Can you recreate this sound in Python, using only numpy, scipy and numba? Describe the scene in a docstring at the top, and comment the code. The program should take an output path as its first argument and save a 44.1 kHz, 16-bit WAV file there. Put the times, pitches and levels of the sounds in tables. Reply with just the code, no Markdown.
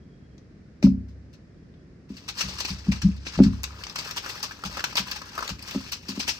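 """Sweet potatoes wrapped in baking paper

Sweet potatoes are set down and shifted on baking paper over a wooden board, then the paper is folded over them.
Each bump rings the board's low modes; a dragged potato judders in a short, sagging hoot.
The stiff sheet rustles and crumples in swarms of tiny buckles, snaps at creases and pops as panels flip.
A phone close by, with two microphone ports, hears it in a small kitchen with a low steady hum and a faint whine.
"""
import sys
import numpy as np
from scipy import signal
from scipy.fft import rfft, irfft, next_fast_len
from scipy.io import wavfile
from scipy.ndimage import uniform_filter1d
from numba import njit

SR = 44100
rng = np.random.default_rng(int(sys.argv[2]) if len(sys.argv) > 2 else 0)


def file_out(sig):
    """Save sig as 16-bit WAV at sys.argv[1]."""
    # one column per channel
    cols = np.atleast_2d(sig).T
    # limit, then scale
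    lim = np.clip(cols, -1, 1)
    pcm = np.round(lim * 32767).astype(np.int16)
    wavfile.write(sys.argv[1], SR, pcm)


N = 281799
T = np.arange(N) / SR

# rustle of the sheet sliding under the hands: [t/s, relative level/dB]
RUSTLE = [(2.09, -61), (2.26, -56.5), (2.45, -41), (2.64, -47), (2.83, -52.5), (2.94, -48), (3.18, -57),
          (3.34, -45), (3.56, -56), (3.94, -50.5), (4.01, -45.5), (4.4, -45.5), (4.58, -52.5), (5.1, -42),
          (5.26, -52), (5.46, -40), (5.57, -55), (5.72, -42), (6.01, -55.5), (6.27, -41), (6.38, -50)]
# colour of the tiny buckles and creases: [f/Hz, relative level/dB]
CRACKLE = [(300, -21.5), (1200, -15.5), (2500, 4.5), (3400, -2.5), (4800, 0), (6000, -1.5), (7200, -9.5),
           (8400, -6), (9500, -9.5), (12000, -15), (14000, -10), (16000, -19)]
# a whole panel flips over as the sheet is folded: [t/s, relative level over one millisecond/dB, pitch f/Hz]
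POPS = [(4.261, -27.5, 1390), (4.355, -35, 1260), (4.51, -30, 1530), (4.6368, -29, 1350),
        (4.7701, -25, 1310), (4.778, -30, 1660), (4.793, -26.5, 1620), (4.803, -29, 1600),
        (4.8401, -17.5, 1540), (5.216, -32, 1125), (5.378, -23, 1220), (5.39, -27, 1400),
        (5.406, -30.5, 1170), (5.425, -24.5, 1350)]


def amp(db):
    """Decibels to gain."""
    return 10 ** (np.asarray(db) / 20)


def convolve(x, response):
    """Pass a sound through a response, channel by channel."""
    return signal.oaconvolve(np.atleast_2d(x), np.atleast_2d(response), axes=-1)[:, :N]


def colour(points, size=1024):
    """Causal (minimum-phase) response of unit energy, shaped by (Hz, dB) points."""
    hz, db = np.transpose(points)
    grid = np.maximum(np.fft.rfftfreq(size, 1 / SR), 1)
    spectrum = amp(np.interp(np.log(grid), np.log(hz), db))
    # folding the cepstrum onto positive times makes the response causal
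    cepstrum = irfft(np.log(spectrum))
    cepstrum[1:size // 2] *= 2
    cepstrum[size // 2 + 1:] = 0
    response = irfft(np.exp(rfft(cepstrum)))
    return response / np.linalg.norm(response)


def hum(level_db=-49, apart_hz=900, side_gain=1.05):
    """Steady kitchen background of coloured noise; its bass is alike in both ports."""
    # spectrum of the room: [f/Hz, relative level per Hz/dB]
    hum_colour = [(25, -13), (52, 3), (200, -1), (390, -10), (620, -20.5), (900, -31), (1800, -27),
                  (3300, -40.5), (5200, -37), (8000, -51), (15000, -75)]
    mid, side = convolve(rng.standard_normal((2, N)), colour(hum_colour, size=8192))
    side = signal.sosfilt(signal.butter(1, apart_hz, "high", fs=SR, output="sos"), side)
    return amp(level_db) * (mid + side_gain * side * np.array([[1], [-1]]))


def whine(half_s=0.23, waver_hz=40, knot_samples=512):
    """A faint, thin tone wavers in pitch and flickers in level in the background, then goes."""
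    # swells of the tone: [middle t/s, level before the flicker/dB, centre f/Hz]
    tones = [(0.18, -73, 3268), (1.68, -82, 3316)]
    knots = T[::knot_samples]
    waver = np.interp(T, knots, rng.standard_normal(len(knots)))
    flicker = np.interp(T, knots, rng.standard_normal(len(knots)))
    out = np.zeros(N)
    for at, db, hz in tones:
        swell = np.exp(-((T - at) / half_s) ** 4)
        phase = 2 * np.pi * np.cumsum(hz + waver_hz * waver) / SR
        out += amp(db) * swell * np.sin(phase)
    return flicker * out


def board(stiffen=0.097, settle_s=0.0074, thock_db=3, scuff_s=0.0021, split_hz=450):
    """A soft push per bump rings the modes; neighbours swing against each other, so the thud swells and beats."""
    # potatoes bump the board: [t/s, relative level/dB, contact/ms, ring time factor under the hand]
    bumps = [(0.056, -41, 4.1, 0.65), (0.825, -23.5, 1.3, 1), (0.8369, -2.5, 4.7, 1.44),
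             (0.866, -26, 1.33, 0.7), (2.099, -26.5, 3.4, 0.76), (2.436, -29.5, 8.74, 1.83),
             (2.702, -25, 8.67, 0.9), (2.867, -33.5, 1.3, 0.3), (2.8805, -10, 6.6, 0.67),
             (3.034, -12.5, 8.2, 0.92), (3.082, -17, 6.4, 0.37), (3.373, -18, 8.9, 1.7),
             (3.388, -14, 1.34, 0.16), (3.3983, 0, 2.97, 0.94), (3.456, -7, 5.66, 0.78),
             (4.65, -29.5, 8.3, 0.95), (4.993, -29.5, 6.9, 1), (5.505, -28, 8.7, 0.58),
             (5.745, -28, 1, 0.5), (5.755, -16, 2.84, 0.62), (6.086, -25.5, 3.05, 1.2),
             (6.173, -23, 2.4, 0.56)]
    # modes of board and counter before each bump bends them: [f/Hz, relative level/dB, t60/s]
    modes = [(52.6, -21.5, 0.36), (68.74, -24, 0.89), (99.8, -26.5, 0.97), (138.9, -14, 0.26),
             (192.6, 3, 0.21), (225.5, -4.5, 0.28), (344, 0.5, 0.042), (260.5, 2.5, 0.22),
             (366, -10.5, 0.28), (533, -2.5, 0.06), (820, -6.5, 0.044), (1194, -8.5, 0.021)]
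    # a contact of neutral_ms leaves the modes at their own pitch; a longer one loads the board and rings lower
    neutral_ms, load_exponent = 4.04, 0.028

    out, t = np.zeros(N + SR), T[:SR // 2]
    # the pressed contact is stiffer at first, so the pitch sags as it settles
    clock = t + stiffen * settle_s * (1 - np.exp(-t / settle_s))
    low = np.array(modes)[:, 0] < split_hz
    for at, db, contact_ms, ring_factor in bumps:
        pitch = (neutral_ms / contact_ms) ** load_exponent
        rings = []
        for k, (hz, mode_db, t60) in enumerate(modes):
            fade = np.exp(-np.log(1000) * t / (t60 * ring_factor))
            rings.append((-1) ** k * amp(mode_db) * np.sin(2 * np.pi * hz * pitch * clock) * fade)
        rings = np.array(rings)
        # a longer, softer contact favours the lowest modes
        push = np.sin(np.pi * np.minimum(t[:SR // 50] * 1000 / contact_ms, 1)) ** 2
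        thud = signal.fftconvolve(rings[low].sum(0), push)[:len(t)]
        # a scuff of the rough skin wakes the upper modes; only a brief, hard contact makes it heard
        scuff = rng.standard_normal(len(t)) * t * np.exp(-t / scuff_s)
        thock = signal.fftconvolve(rings[~low].sum(0), scuff)[:len(t)]
        thock_gain = amp(thock_db + 10 * (0.5 - contact_ms))
        bump = thud / np.abs(thud).max() + thock_gain * thock / np.abs(thock).max()
        start = int(at * SR)
        out[start:start + len(t)] += amp(db) * bump
    return out[:N] + judder()


def judder():
    """A dragged potato sticks and slips near the board's main mode: a soft hoot that swells, sags and fades."""
    # one hoot: [peak t/s, level/dB, half width/s, f at the peak/Hz, sag/(Hz per s)]
    at, db, width_s, hz, sag_hz_per_s = (3.0605, -7.5, 0.0155, 191, 380)
    t = np.clip(T - at, -.3, .3)
    swell = np.exp(-(t / width_s) ** 2)
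    return amp(db) * swell * np.sin(2 * np.pi * (hz * t - sag_hz_per_s * t ** 2 / 2))


def snaps(rows, ripple_db=4, slip_ms=0.69):
    """Each crease gives way in a quick, dying run of slips, with its own tilt and its own uneven colour."""
    out = np.zeros(N + SR)
    hz, db = np.transpose(CRACKLE)
    fade = np.exp(-T[:SR // 100] * 1000 / slip_ms)
    for at, level_db, tilt_db in rows:
        ripple = ripple_db * rng.standard_normal(len(hz))
        crease = colour(np.transpose([hz, db + tilt_db * np.log2(hz) + ripple]))
        # cubed noise: a few strong slips among many weak ones
        slips = fade * rng.standard_normal(len(fade)) ** 3
        click = np.convolve(crease, slips)
        start = int(at * SR)
        # the level is that of the whole click's energy spread over one millisecond
        out[start:start + len(click)] += amp(level_db) * np.sqrt(SR / 1000) * click / np.linalg.norm(click)
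    return out[:N]


def avalanche(at, db, swell_ms):
    """Power of a run of buckles: each sets off more until the peak, then they die out."""
    power, start = np.zeros(N), int(at * SR)
    age = T[:min(SR // 5, N - start)] * 1000 / swell_ms
    power[start:start + len(age)] = (amp(db) * np.tanh(2 * age) * age * np.exp(1 - age)) ** 2
    return power


@njit
def grains(starts, hz, cycles, sizes, length):
    """Each grain is a brief ring at its own pitch, fading over a few cycles."""
    out = np.zeros(length)
    for k in range(len(starts)):
        life = cycles[k] * SR / hz[k]  # samples to fade to 1/e
        step = np.exp(2j * np.pi * hz[k] / SR - 1 / life)
        z = sizes[k] / np.sqrt(life) + 0j
        for i in range(starts[k], min(starts[k] + int(6 * life), length)):
            out[i] += z.imag
            z *= step
    return out


def buckles(rate, low_hz, high_hz, cycles, spread_db, even_s):
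    """Random buckles, many small and a few large, levelled to even power over even_s seconds."""
    when, pitch, ring, size, sign = rng.random((int(rate * N / SR), 5)).T
    sizes = np.sign(sign - .5) * amp(spread_db * np.minimum(-np.log(1 - size), 4))
    hz = low_hz + pitch * (high_hz - low_hz)
    swarm = grains((when * N).astype(np.int64), hz, cycles * (.5 + ring), sizes, N)
    power = uniform_filter1d(swarm ** 2, max(int(even_s * SR), 2))
    return swarm / np.sqrt(np.maximum(power, 1e-6))


def crackle(sliding, burst_power, top_hz=9500):
    """Tiny buckles of the sheet tick briefly and brightly as it slides and crumples."""
    # level change of the crackle's top treble: [t/s, level/dB]
    top_treble = [(2.7, -2.5), (3.3, -10), (3.6, 0), (4.2, 3.5), (6.1, 1)]
    out = sliding * buckles(rate=2000, low_hz=1800, high_hz=16200, cycles=0.28, spread_db=1.5, even_s=0.21)
    bursts = buckles(rate=2200, low_hz=2450, high_hz=15500, cycles=0.56, spread_db=2, even_s=0.012)
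    out += np.sqrt(burst_power) * bursts
    top = signal.sosfiltfilt(signal.butter(3, top_hz, "high", fs=SR, output="sos"), out)
    out += top * (amp(np.interp(T, *np.transpose(top_treble))) - 1)
    return convolve(out, colour(CRACKLE))[0]


def flexing(sliding, crumpling, popping, crumple_flex_db=-3):
    """Larger panels flex at lower pitches than the tiny buckles and ring longer."""
    # colour of flexing panels: [f/Hz, relative level/dB]
    panel_colour = [(150, -27), (350, 4.5), (650, -4.5), (1100, 3), (1650, 4.5), (1950, -2), (2600, 8),
                    (4000, -12.5), (9000, -66.5)]
    # a lifted, folded sheet flexes more than a flat one: [t/s, relative level of flexing/dB]
    lift_curve = [(2.1, -10.5), (3.3, -8.5), (3.7, -2), (4.1, -6), (4.7, -4.5), (5.1, -6), (5.4, -3),
                  (6, -12)]
    lift = amp(np.interp(T, *np.transpose(lift_curve)))
    power = popping + (amp(crumple_flex_db) * lift) ** 2 * crumpling
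    slides = buckles(rate=520, low_hz=523, high_hz=2010, cycles=2.4, spread_db=1.0, even_s=0.031)
    bursts = buckles(rate=1800, low_hz=597, high_hz=2123, cycles=2.02, spread_db=10.0, even_s=0.0043)
    return convolve(sliding * lift * slides + np.sqrt(power) * bursts, colour(panel_colour))[0]


def catching(per_s=70, spread_db=3):
    """The sliding sheet catches and lets go, so its rustle comes in short uneven steps."""
    step = np.cumsum(rng.random(N) < per_s / SR)
    levels = amp(spread_db * np.clip(rng.standard_normal(N), -2, 2))
    gain = uniform_filter1d(levels[step], size=64)
    return gain / np.sqrt(np.mean(gain ** 2))


def small_snaps(per_s=43, over_rustle_db=2.5, scatter_db=7, dullest_tilt_db=-13.5):
    """Small creases give way at random while the sheet moves, about as strong as its rustle; tilt per octave."""
    times, rustle_db = np.transpose(RUSTLE)
    when, size, tilt = rng.random((int(per_s * (times[-1] - times[0])), 3)).T
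    at = times[0] + when * (times[-1] - times[0])
    db = np.interp(at, times, rustle_db) + over_rustle_db + scatter_db * (2 * size - 1)
    return list(zip(at, db, dullest_tilt_db * tilt))


def pops(cycles=4.3):
    """A flipping panel rings for a few cycles at its own pitch: a hollow pop."""
    at, db, hz = np.transpose(POPS)
    sizes = amp(db) * 2 * np.sqrt(SR / 1000)
    return grains((at * SR).astype(np.int64), hz.copy(), np.full(len(at), float(cycles)), sizes, N)


def paper(slide_db=-3.5, wake_db=-10, wake_ms=1.28):
    """Sliding, crumpling and popping set off swarms of buckles; creases snap and panels pop among them."""
    # a crease gives way and the sheet crumples around it: [start t/s, relative level/dB, swell/ms]
    crumples = [(0.822, -43, 12.4), (1.076, -69, 11.5), (1.326, -61, 8.5), (2.159, -51, 11),
                (2.278, -35, 7.9), (2.369, -35, 21.5), (2.405, -28, 5.3), (2.578, -39, 11),
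                (2.601, -28.5, 3.1), (2.645, -32.5, 4.7), (2.668, -38.5, 17), (2.914, -37.5, 6.2),
                (3.015, -34.5, 4.9), (3.258, -40.5, 11), (3.374, -44, 4.1), (3.431, -36, 4.8),
                (3.632, -39.5, 5.1), (3.956, -33, 2.8), (3.975, -38.5, 10), (4.1585, -36, 9.3),
                (4.179, -38, 2.1), (4.287, -37.5, 7.7), (4.428, -34.5, 6.9), (4.646, -38, 8.6),
                (4.845, -35, 1.6), (4.9548, -32, 3.1), (4.968, -27.5, 8.2), (4.987, -38, 7.3),
                (5.1115, -36.5, 5.1), (5.158, -38.5, 4.4), (5.488, -39, 7.4), (5.67, -41.5, 7.5),
                (5.916, -32, 7.2), (6.08, -38, 10.3), (6.192, -32.5, 7.5), (6.274, -28, 10.2)]
    # a single crease snaps: [t/s, relative level over one millisecond/dB, tilt/(dB per octave)]
    crease_snaps = [(0.38, -52, -5), (0.8273, -25.5, -7.5), (1.7392, -44.5, -13.5), (2.649, -27, -8),
                    (2.921, -24.5, -5.5), (3.268, -27, -7.5), (3.39, -24.5, -11), (3.6333, -26, 4),
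                    (3.64, -21.5, 0.5), (3.837, -28, 0), (3.8677, -29, -6.5), (3.897, -32.5, -0.5),
                    (3.989, -23.5, -3.5), (4.1105, -26, -6), (4.1775, -23, -1.5), (4.429, -24, 0.5),
                    (4.8412, -22.5, 4), (4.9548, -23, -3), (4.969, -17, 1), (5.1135, -25, 5),
                    (5.4773, -25.5, -3), (5.4925, -26, -6.5), (5.592, -37, -4), (5.6255, -33, 2),
                    (5.7105, -29.5, -1), (6.2825, -26.5, -10)]
    # the rustle rests until the hand arrives
    sliding = amp(slide_db + np.interp(T, *np.transpose(RUSTLE), left=-120)) * catching()
    crumpling = sum(avalanche(at, db, swell_ms) for at, db, swell_ms in crumples)
    # every pop leaves a short wake of buckles
    popping = sum(avalanche(at, db + wake_db, wake_ms) for at, db, _ in POPS)
    swarms = crackle(sliding, crumpling + popping) + flexing(sliding, crumpling, popping)
    return swarms + pops() + snaps(list(crease_snaps) + small_snaps())


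def tail(t60, onset_s, channels=2):
    """Dense reflections that swell briefly and die away; unit energy."""
    t = T[:SR // 2]
    envelope = np.exp(-np.log(1000) * t / t60) * (1 - np.exp(-t / onset_s))
    response = rng.standard_normal((channels, len(t))) * envelope
    return response / np.linalg.norm(response, axis=1, keepdims=True)


def echoes(sheet, counter_db=-2.5, room_db=-9, places=4):
    """The crackle hops about the sheet, and each place has its own reflections off counter and walls."""
    # colour of the kitchen echo: [f/Hz, relative level/dB]
    echo_colour = [(200, -4.5), (700, -3.5), (2000, -4.5), (5200, 4.5), (7500, -1.5), (10000, -16.5),
                   (15000, -9.5)]
    hop = 128  # samples
    place = np.repeat(rng.integers(places, size=N // hop + 1), hop)[:N]
    out = 0
    for k in range(places):
        counter = amp(counter_db) * tail(t60=0.057, onset_s=0.00029)
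        walls = amp(room_db) * tail(t60=0.21, onset_s=0.0048)
        out = out + convolve(sheet * (place == k), counter + walls)
    return convolve(out, colour(echo_colour))


def ports(x):
    """Sound reaches the two ports with different lag and shading, shared half and half between them."""
    # the two microphone ports: [f/Hz, lag of left behind right/rad, left minus right level/dB]
    port_curve = [(400, 0, 3), (1500, 1.5, 4), (2200, 2.1, 2), (4800, 6.2, 7), (6000, 7.7, 5),
                  (7300, 5.8, 0), (9300, 9.2, -1), (10600, 9.5, -1), (12000, 12.1, 0), (15700, 13.8, -1)]
    hz, lag, tilt_db = np.transpose(port_curve)
    size = next_fast_len(N + SR // 10)
    f = np.fft.rfftfreq(size, 1 / SR)
    half = amp(np.interp(f, hz, tilt_db) / 2) * np.exp(-.5j * np.interp(f, hz, lag))
    return irfft(rfft(x, size) * np.array([half, 1 / half]), size)[:, :N]


def scene(direct_db=-1, boom_db=-15, board_left_db=1):
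    """Paper and board heard directly, off the counter and from the kitchen walls, over hum and whine."""
    sheet, thuds = paper(), board()
    heard_paper = ports(amp(direct_db) * sheet + echoes(sheet))
    near_thuds = thuds * amp(np.array([[1], [-1]]) * board_left_db / 2)
    boom = amp(boom_db) * convolve(thuds, tail(t60=0.28, onset_s=0.0076))
    return heard_paper + near_thuds + boom + hum() + whine()


def record(dry, bass_hz=42, top_hz=15900, ceiling=.97):
    """The phone drops the deepest bass, rounds the loudest peaks and cuts the top of the treble."""
    thinned = signal.sosfilt(signal.butter(2, bass_hz, "high", fs=SR, output="sos"), dry)
    rounded = thinned / (1 + (thinned / ceiling) ** 8) ** (1 / 8)
    return signal.sosfilt(signal.ellip(10, .2, 80, top_hz, fs=SR, output="sos"), rounded)


dry = scene()
out = record(dry)
file_out(out)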